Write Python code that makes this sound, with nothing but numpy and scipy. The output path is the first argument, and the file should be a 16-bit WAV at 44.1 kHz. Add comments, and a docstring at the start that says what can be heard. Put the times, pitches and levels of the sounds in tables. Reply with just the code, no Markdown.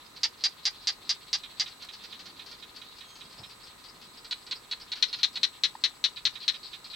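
"""Barking geckos call from burrows on an open plain at dusk: three close, many further off.
Each bark is a quick run of 10-13 pulses ringing throat and burrow, then scattered by the ground.
Behind: bush crickets (stroke-modulated narrow resonance), air (shaped noise), a camera motor
(harmonics of its turn rate), handling bumps (noise swells) and short tones (gliding sines)."""
import sys
import numpy as np
from scipy import signal
from scipy.fft import rfft, irfft
from scipy.io import wavfile
from scipy.ndimage import uniform_filter1d

SR = 44100
rng = np.random.default_rng(int(sys.argv[2]) if len(sys.argv) > 2 else 0)


def pcm_store(signal):
    """Save signal as 16-bit PCM."""
    levels = np.round(np.clip(np.atleast_2d(signal), -1, 1) * 32767)
    wavfile.write(sys.argv[1], SR, levels.astype(np.int16).T)


N = 306495
TIME = np.arange(N) / SR


def undb(db):
    """Decibels to gain."""
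    return 10 ** (np.asarray(db) / 20)


def unit(x):
    """Scale to rms 1."""
    return x / np.sqrt(np.mean(x ** 2))


def on_log(points, hz):
    """Read (f/Hz, value) points on a log-frequency axis."""
    f, value = np.transpose(points)
    return np.interp(np.log(np.maximum(hz, 1)), np.log(f), value)


def freqs(size):
    """Bin frequencies/Hz of a spectrum."""
    return np.arange(size // 2 + 1) * SR / size


def noise(gain):
    """Noise of rms 1 with the given gain per frequency bin."""
    return unit(irfft(rfft(rng.standard_normal(N)) * gain, N))


def band(centre_hz, width_hz):
    """Noise in a steep resonance."""
    f = freqs(N) + 1
    detune = (f * f - centre_hz * centre_hz) / (f * width_hz * 2)
    return noise(1 / (1 + detune ** 2 * 2))


def walk(rate_hz):
    """Slow random drift of rms near 1."""
    k = int(SR / rate_hz)
    steps = np.repeat(rng.standard_normal(N // k + 1), k)
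    return unit(uniform_filter1d(steps, k)[:N])


def add(out, start_s, sound, pan_db):
    """Mix a sound into both channels; pan is left minus right."""
    i = max(int(start_s * SR), 0)
    part = sound[:max(N - i, 0)]
    out[:, i:i + len(part)] += undb(np.array([[pan_db], [-pan_db]]) / 2) * part


# hiss spectrum: f/Hz, relative density/dB
AIR_SPECTRUM = [(20, -36), (33, 0.5), (50, -6), (110, -5), (400, -4), (620, -7.5), (1000, -6), (2000, -7),
                (4000, -15), (7000, -16.5), (9500, -19.5), (11500, -21), (16000, -22.5)]
# left-right likeness of the hiss: f/Hz, correlation
AIR_LIKENESS = [(30, 1), (125, 0.91), (300, 0.5), (700, 0.04), (3000, 0.033), (8000, 0.49), (13000, 0.51)]
# rustle resonance: f/Hz, width/Hz
RUSTLE_BAND = (230, 240)


def air(level_db, rustle_db, unrest_db):
    """Even hiss, alike in both ears in the bass, with a low rustle that comes and goes."""
    f = freqs(N)
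    gain = undb(on_log(AIR_SPECTRUM, f))
    alike = np.clip(on_log(AIR_LIKENESS, f), -1, 1)
    mid = irfft(rfft(rng.standard_normal(N)) * gain * np.sqrt(1 + alike), N)
    side = irfft(rfft(rng.standard_normal(N)) * gain * np.sqrt(1 - alike), N)
    hiss = undb(level_db) * unit(np.array([mid + side, mid - side]))
    shared, apart = band(*RUSTLE_BAND), band(*RUSTLE_BAND)
    rustle = shared + .5 * np.array([apart, -apart])
    return hiss + rustle * undb(rustle_db + unrest_db * walk(7))


MOTOR_TURN_HZ = 33.505
# motor lines, gaps interpolated: harmonic number, level/dB
MOTOR_LINES = [(22, -81), (24, -80), (27, -78), (29, -75), (30, -71), (31, -71), (33, -77), (34, -83),
               (36, -79), (37, -67.5), (38, -77), (39, -75), (40, -84), (44, -83)]


def motor(scatter_rad):
    """Camera motor ticks once a turn, so its harmonics throb together; speed wavers slightly."""
    order, db = np.transpose(MOTOR_LINES)
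    turn = 2 * np.pi * np.cumsum(MOTOR_TURN_HZ * (1 + 0.00043 * walk(4.12))) / SR
    lines = 0
    for k in range(int(order[0]), int(order[-1]) + 1):
        phase = k * turn + scatter_rad * rng.standard_normal()
        lines = lines + undb(np.interp(k, order, db)) * np.cos(phase)
    return np.sqrt(2) * lines


TRILL_ATTACK_S, TRILL_RELEASE_S = 0.067, 0.47
# bush cricket trills: t/s, hold/s, level/dB, f/Hz
TRILLS = [(.95, .55, -64.5, 7920), (2.92, 0.68, -64.5, 8050), (4.0, 0.44, -62.5, 7980),
          (5.2, 0.75, -63, 7860), (6.4, 0.5, -63.5, 7930)]


def cricket(stroke_hz, width_hz, distant_db, distant_hz, distant_width_hz):
    """Wing strokes swell a narrow high resonance: trills build, hold, die over a distant shimmer."""
    strokes = 1 + .7 * np.cos(2 * np.pi * np.cumsum(stroke_hz * (1 + .002 * walk(3))) / SR)
    rasp = np.array([band(width_hz / 2, width_hz) + 1j * band(width_hz / 2, width_hz)
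                     for _ in range(2)])
    voice = (rasp + 1) / np.sqrt(np.mean(np.abs(rasp + 1) ** 2))
    trills = 0
    for start, held, db, hz in TRILLS:
        age = np.maximum(TIME - start, 0)
        release = np.exp(-(np.maximum(age - held, 0) / TRILL_RELEASE_S) ** 2)
        swell = (1 - np.exp(-age / TRILL_ATTACK_S)) * release
        trills = trills + undb(db) * swell * np.exp(2j * np.pi * hz * TIME)
    distant = undb(distant_db) * np.array([band(distant_hz, distant_width_hz) for _ in range(2)])
    return distant + np.sqrt(2) * unit(strokes) * np.real(voice * trills)


BARK_SIZE = 2560  # samples
TIRING_DB = 0.27  # drop per bark within a bout


def throat(colour, count, sink, dull_db, fade_db):
    """Causal ring per pulse; positive sink, dull and fade lower, dull and weaken it towards the end."""
    f, spent = freqs(BARK_SIZE), np.linspace(0, 1, count)[:, None]
    db = on_log(colour, f * (1 + sink * spent ** 2))
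    db = db - fade_db * np.sin(np.pi / 2 * spent ** 2)
    db = db - dull_db * spent * np.clip(np.log2((f + 1) / 4000), -1.5, 1)
    db = db - 5 * spent ** 6
    # folded cepstrum gives minimum phase
    cepstrum = irfft(np.log(undb(db)))
    cepstrum[:, 1:BARK_SIZE // 2] *= 2
    cepstrum[:, BARK_SIZE // 2 + 1:] = 0
    return np.exp(rfft(cepstrum))


def bark(rings, rate_hz, quicken, first_gap, jitter, rasp=0.56):
    """One run of pulses that speeds up and grows ragged; rms 1 over its first 20 ms."""
    f, spent = freqs(BARK_SIZE), np.linspace(0, 1, len(rings))
    chance = rng.standard_normal((len(rings), 2))
    pulse_rate_hz = rate_hz * (1 + quicken * np.sin(spent * np.pi / 2))
    gaps_s = (1 + jitter * spent * chance[:, 0]) / pulse_rate_hz
    gaps_s[0] *= first_gap
    delay = np.exp(-2j * np.pi * np.outer(np.cumsum(gaps_s) - gaps_s, f))
    # noise burst per pulse: makes the top treble hissy rather than clicky;
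    # its lower part grows towards the bark's end
    age = TIME[:SR // 100]
    burst = unit(rng.standard_normal((len(rings), len(age))) * np.exp(-age / .0022))
    hiss = rfft(burst, BARK_SIZE) / np.sqrt(len(age))
    snap = 1 / np.sqrt(1 + (f / 6800) ** 10)
    pulses = snap + (rasp * spent[:, None] * snap + 1 - snap) * hiss
    strength = undb(2 * spent * chance[:, 1])[:, None]
    wave = irfft(np.sum(rings * pulses * delay * strength, axis=0))
    return wave / np.sqrt(np.mean(wave[:SR // 50] ** 2))


def ground(x, scatter_db, t60_s, plain_db, likeness):
    """Stones and grass scatter a short tail, the plain a faint long one; energy is unchanged."""
    t = TIME[:SR // 2]
    shared, left, right, *wide = rng.standard_normal((5, len(t)))
    likeness = np.clip(likeness, 0, 1)
    close = np.sqrt(likeness) * shared + np.sqrt(1 - likeness) * np.array([left, right])
    close = close * undb(-60 * t / t60_s) * (t > .001)
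    distant = np.array(wide) * undb(-60 * t / 0.18) * (1 - np.exp(-t / .04))
    echo = (undb(scatter_db) * unit(close) + undb(plain_db) * unit(distant)) / np.sqrt(len(t))
    wet = x + signal.oaconvolve(x, echo, axes=1)[:, :N]
    return wet * np.std(x, axis=1, keepdims=True) / np.std(wet, axis=1, keepdims=True)


def gecko(barks, rings, quicken, first_gap, jitter, rasp):
    """One voice from its burrow mouth; barks: t/s, level/dB, pulse rate/Hz, left-right/dB."""
    out = np.zeros((2, N))
    for start, db, rate_hz, pan_db in barks:
        add(out, start, undb(db) * bark(rings, rate_hz, quicken, first_gap, jitter, rasp), pan_db)
    return out


def bout(first_s, last_s, count, slowing, level_db):
    """Barks come evenly, then lag and weaken as the animal tires: rows of t/s, level/dB."""
    gaps = 1 + slowing * np.linspace(0, 1, round(count) - 1) ** 3
    starts = first_s + (last_s - first_s) * np.append(0, np.cumsum(gaps)) / gaps.sum()
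    return [(start, level_db - TIRING_DB * k) for k, start in enumerate(starts)]


def bouts(table, rate_hz, spread):
    """All barks of one voice, each near its own pulse rate: rows for gecko()."""
    rows = []
    for *run, pan_db in table:
        for start, db in bout(*run):
            rows.append((start, db, rate_hz * (1 + spread * rng.standard_normal()), pan_db))
    return rows


def close_bout(barks, level_db, pan_db):
    """Barks of a close animal, each a little weaker than the last: rows for gecko()."""
    return [(start, level_db - TIRING_DB * k, rate_hz, pan_db)
            for k, (start, rate_hz) in enumerate(barks)]


# crowd throat before pitch spread: f/Hz, level/dB
CROWD_THROAT = [(900, -48), (2200, -15), (3200, -10.5), (4100, -5), (4600, -5), (5500, -21.5), (8000, -35)]
# crowd swell, before gain and haze: t/s, level/dB
CROWD_LEVEL = [(0.0, -58), (1.66, -53), (4.8, -59.5), (5.13, -49), (5.65, -57), (6.12, -62), (6.44, -50.5),
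               (6.95, -53.5)]


def crowd(gain_db, haze_db, haze_hz, haze_width_hz, count):
    """Many distant barks blurred by the ground; the furthest run together into a noise haze."""
    out = np.zeros((2, N))
    for k, (when, pitch, side) in enumerate(rng.uniform(-1, 1, (count, 3))):
        colour = np.array(CROWD_THROAT) * [1 + .1 * pitch, 1]
        rings = throat(colour, count=12, sink=0.042, dull_db=-1.5, fade_db=-4.5)
        call = bark(rings, rng.uniform(310, 500), 0.1475, 1, 0.101)
        add(out, (k + when / 2) / count * N / SR, call, 5 * side)
    wet = ground(out, scatter_db=1, t60_s=.11, plain_db=-5, likeness=.2)
    haze = np.array([band(haze_hz, haze_width_hz) for _ in range(2)]) * undb(2 * walk(15))
    level_db = np.interp(TIME, *np.transpose(CROWD_LEVEL)) + gain_db
    return (unit(wet) + undb(haze_db) * haze) * undb(level_db)


# far throat before scaling per animal: f/Hz, level/dB
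FAR_THROAT = [(700, -24.5), (2100, -17), (3300, -11.5), (3900, -9.5), (4300, -2), (4700, -5), (6000, -15),
              (10000, -40)]
# far bouts: first t/s, last t/s, barks, last-gap excess/ratio, first-bark level/dB, left-right/dB,
# resonance f/Hz, sharpness (factor on throat dB)
FAR_BOUTS = [(0.164, 0.409, 2, 0, -45, -3, 4300, 1.36), (.632, 1.283, 4, .12, -50.5, 3, 4150, 1.45),
             (1.6786, 2.7628, 5, .17, -46, 5, 4480, 0.96), (1.823, 2.515, 4, .2, -43.5, -4, 4260, 0.95),
             (2.985, 4.0167, 7, .03, -50, 5, 4350, 1), (4.246, 4.4665, 2, 0, -44.5, -1.5, 4200, 1.1),
             (4.8, 5.168, 3, 0, -48, 0, 4380, 1.2), (4.957, 5.1884, 2, 0, -41, 1, 4230, 1.12),
             (6.161, 6.901, 4, .04, -43.5, 8.5, 4200, 2.1), (6.429, 6.844, 3, .05, -42.5, -1, 4230, 1.6)]


def far_geckos(centre_hz):
    """Neighbours further out, each with its own burrow pitch and sharpness of ring."""
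    out = np.zeros((2, N))
    for *run, pan_db, hz, sharpness in FAR_BOUTS:
        colour = np.array(FAR_THROAT) * [hz / centre_hz, sharpness]
        rings = throat(colour, count=12, sink=.03, dull_db=6.5, fade_db=8)
        for start, db in bout(*run):
            call = bark(rings, rng.uniform(330, 460), 0.1173, 0.97, 0.075)
            add(out, start, undb(db) * call, pan_db)
    return out


CLOSE_RASP = .7  # noise burst share at bark end
# bright caller's barks: t/s, pulse rate/Hz
BRIGHT_BARKS = [(.2332, 369), (.4388, 314), (.6540, 323), (.8721, 322), (1.0934, 321.3), (1.3301, 320.7),
                (1.5978, 324.7)]
# bright throat and burrow: f/Hz, level/dB
BRIGHT_THROAT = [(300, -41), (750, -23.5), (1400, -21.5), (2000, -10.5), (2500, -14), (3300, -6),
                 (4000, 1.5), (4450, 0), (4790, 10), (5050, 2), (5800, -2.5), (7200, -15), (10000, -30.5),
                 (15000, -59)]


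def bright_gecko():
    """Close caller, near centre: pulses ring a bright throat and burrow."""
    rings = throat(BRIGHT_THROAT, count=13, sink=0.023, dull_db=8, fade_db=8.0)
    barks = close_bout(BRIGHT_BARKS, level_db=-22.0, pan_db=-0.6)
    return gecko(barks, rings, quicken=.3, first_gap=0.9, jitter=0.043, rasp=CLOSE_RASP)


# bumps, rustles, ticks: t/s, peak level/dB, f/Hz, width/Hz, rise/s
BUMPS = [(.95, -61.5, 230, 243, 0.062), (1.847, -48.5, 3500, 4970, 0.0026), (1.97, -62, 230, 240, 0.27),
         (3.211, -58, 160, 158, 0.032), (3.379, -55, 735, 500, 0.022), (3.362, -52, 125, 90, 0.032),
         (3.88, -64, 230, 240, .12), (4.468, -56, 260, 253, 0.021), (5.34, -61.5, 260, 240, 0.045),
         (6.247, -55.5, 101, 39.3, 0.021)]


def bumps():
    """Brief swells of band noise as the camera is handled."""
    out = 0
    for start, db, hz, width, rise in BUMPS:
        age = np.maximum(TIME - start, 0) / rise
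        out = out + undb(db) * age * np.exp(1 - age) * band(hz, width)
    return out


# midfield bouts: first t/s, last t/s, barks, last-gap excess/ratio, first-bark level/dB, left-right/dB
MIDFIELD_BOUTS = [(1.4356, 2.394, 5, 0.19, -41.5, -5.5), (2.6254, 3.4351, 5, .18, -44.5, -6.5),
                  (6.1691, 6.9338, 5, .08, -41, -9)]
# midfield throat and burrow: f/Hz, level/dB
MIDFIELD_THROAT = [(600, -39), (1400, -18.5), (2200, -9.5), (3200, -4), (3950, 5.5), (4500, -12),
                   (6000, -17), (10000, -43)]


def midfield_gecko():
    """Caller off to the right: raspy pulses ring its throat and burrow."""
    rings = throat(MIDFIELD_THROAT, count=10, sink=0.034, dull_db=7, fade_db=11.5)
    barks = bouts(MIDFIELD_BOUTS, rate_hz=348, spread=.01)
    return gecko(barks, rings, quicken=.1, first_gap=0.99, jitter=0.063, rasp=0.91)


# thin whistles, low blip: t/s, level/dB, f/Hz, length/s, glide/ratio, octave re tone/dB
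CHIRPS = [(3.042, -56.5, 3240, 0.18, -0.017, -2.5), (3.40, -56.5, 5330, 0.142, -0.038, -25),
          (5.7512, -32, 880, 0.0064, .08, -14.5)]


def chirps():
    """Short rounded gliding tones, each with its octave."""
    out = 0
    for start, db, hz, length, glide, octave_db in CHIRPS:
        u = np.clip((TIME - start) / length, 0, 1)
        phase = 2 * np.pi * hz * length * (u + glide * u * u / 2)
        tone = np.sin(phase) + undb(octave_db) * np.sin(2 * phase)
        out = out + undb(db) * np.sin(np.pi * u) * tone
    return out


# piping bouts: first t/s, last t/s, barks, last-gap excess/ratio, first-bark level/dB, left-right/dB
PIPING_BOUTS = [(3.3858, 4.1735, 4, .16, -49.5, 5), (4.556, 5.0846, 3, .04, -46.5, -2.5)]
# piping throat and burrow: f/Hz, level/dB
PIPING_THROAT = [(1500, -21), (3800, -26), (4600, -8), (5000, -7), (5400, -11), (6200, -37), (9000, -60)]


def piping_geckos():
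    """Small distant geckos: pulses ring a higher, piping throat."""
    rings = throat(PIPING_THROAT, count=12, sink=.02, dull_db=-0.5, fade_db=9.5)
    barks = bouts(PIPING_BOUTS, rate_hz=430, spread=.01)
    return gecko(barks, rings, quicken=0.097, first_gap=0.99, jitter=0.088, rasp=0.87)


# soft caller's barks: t/s, pulse rate/Hz
SOFT_BARKS = [(4.3103, 485), (4.5112, 504.6), (4.7127, 481), (4.9182, 480), (5.1290, 474), (5.3566, 475)]
# soft throat and burrow: f/Hz, level/dB
SOFT_THROAT = [(300, -43), (800, -25), (1500, -20), (2500, -11), (3300, -6.5), (3900, 4), (4280, 8),
               (4600, -3.5), (5500, -13), (7000, -18.5), (10000, -35), (15000, -50)]


def soft_gecko():
    """Softer close caller: fast pulses at a nearly steady rate."""
    rings = throat(SOFT_THROAT, count=12, sink=.01, dull_db=8, fade_db=0.5)
    barks = close_bout(SOFT_BARKS, level_db=-29.5, pan_db=-1.0)
    return gecko(barks, rings, quicken=0.018, first_gap=0.87, jitter=0.078, rasp=CLOSE_RASP)


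# near caller's barks: t/s, pulse rate/Hz
NEAR_BARKS = [(5.0255, 452), (5.2318, 362), (5.4321, 348), (5.6363, 318.5), (5.8387, 318), (6.0409, 321),
              (6.2529, 313.5), (6.4799, 328.6)]
# near throat and burrow: f/Hz, level/dB
NEAR_THROAT = [(300, -34), (800, -33), (1400, -23.5), (1900, -15), (2700, -12), (3400, -4), (3950, 5),
               (4350, 3), (4750, -11.5), (5700, -9), (7200, -24), (10000, -34.5), (15000, -73)]


def near_gecko():
    """Loudest close caller, to the left: short runs of quickening pulses."""
    rings = throat(NEAR_THROAT, count=10, sink=0.012, dull_db=6.5, fade_db=7.0)
    barks = close_bout(NEAR_BARKS, level_db=-20.0, pan_db=6.5)
    return gecko(barks, rings, quicken=0.1398, first_gap=.77, jitter=0.039, rasp=CLOSE_RASP)


def scene():
    """Close callers, wider colony, small sounds and the evening background."""
    background = air(level_db=-55.0, rustle_db=-75, unrest_db=3) + motor(scatter_rad=.7)
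    background += cricket(stroke_hz=134.8, width_hz=260,
                          distant_db=-69, distant_hz=7900, distant_width_hz=400)
    colony = crowd(gain_db=.5, haze_db=-3.5, haze_hz=3990, haze_width_hz=500, count=110)
    colony += ground(far_geckos(centre_hz=4410) + piping_geckos(),
                     scatter_db=-3.0, t60_s=0.16, plain_db=-27, likeness=0.64)
    colony += ground(bright_gecko(), scatter_db=-5, t60_s=.095, plain_db=-30, likeness=.35)
    colony += ground(midfield_gecko(), scatter_db=-1.5, t60_s=0.074, plain_db=-22, likeness=0.92)
    colony += ground(soft_gecko(), scatter_db=-6, t60_s=.11, plain_db=-22, likeness=.35)
    colony += ground(near_gecko(), scatter_db=-6.5, t60_s=.12, plain_db=-32, likeness=.25)
    return colony + chirps() + bumps() + background


TOP_HZ = 16000


def record(dry):
    """Recorder cuts the top: steep elliptic low-pass."""
    return signal.sosfilt(signal.ellip(10, .2, 70, TOP_HZ, fs=SR, output="sos"), dry)


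dry = scene()
out = record(dry)
pcm_store(out)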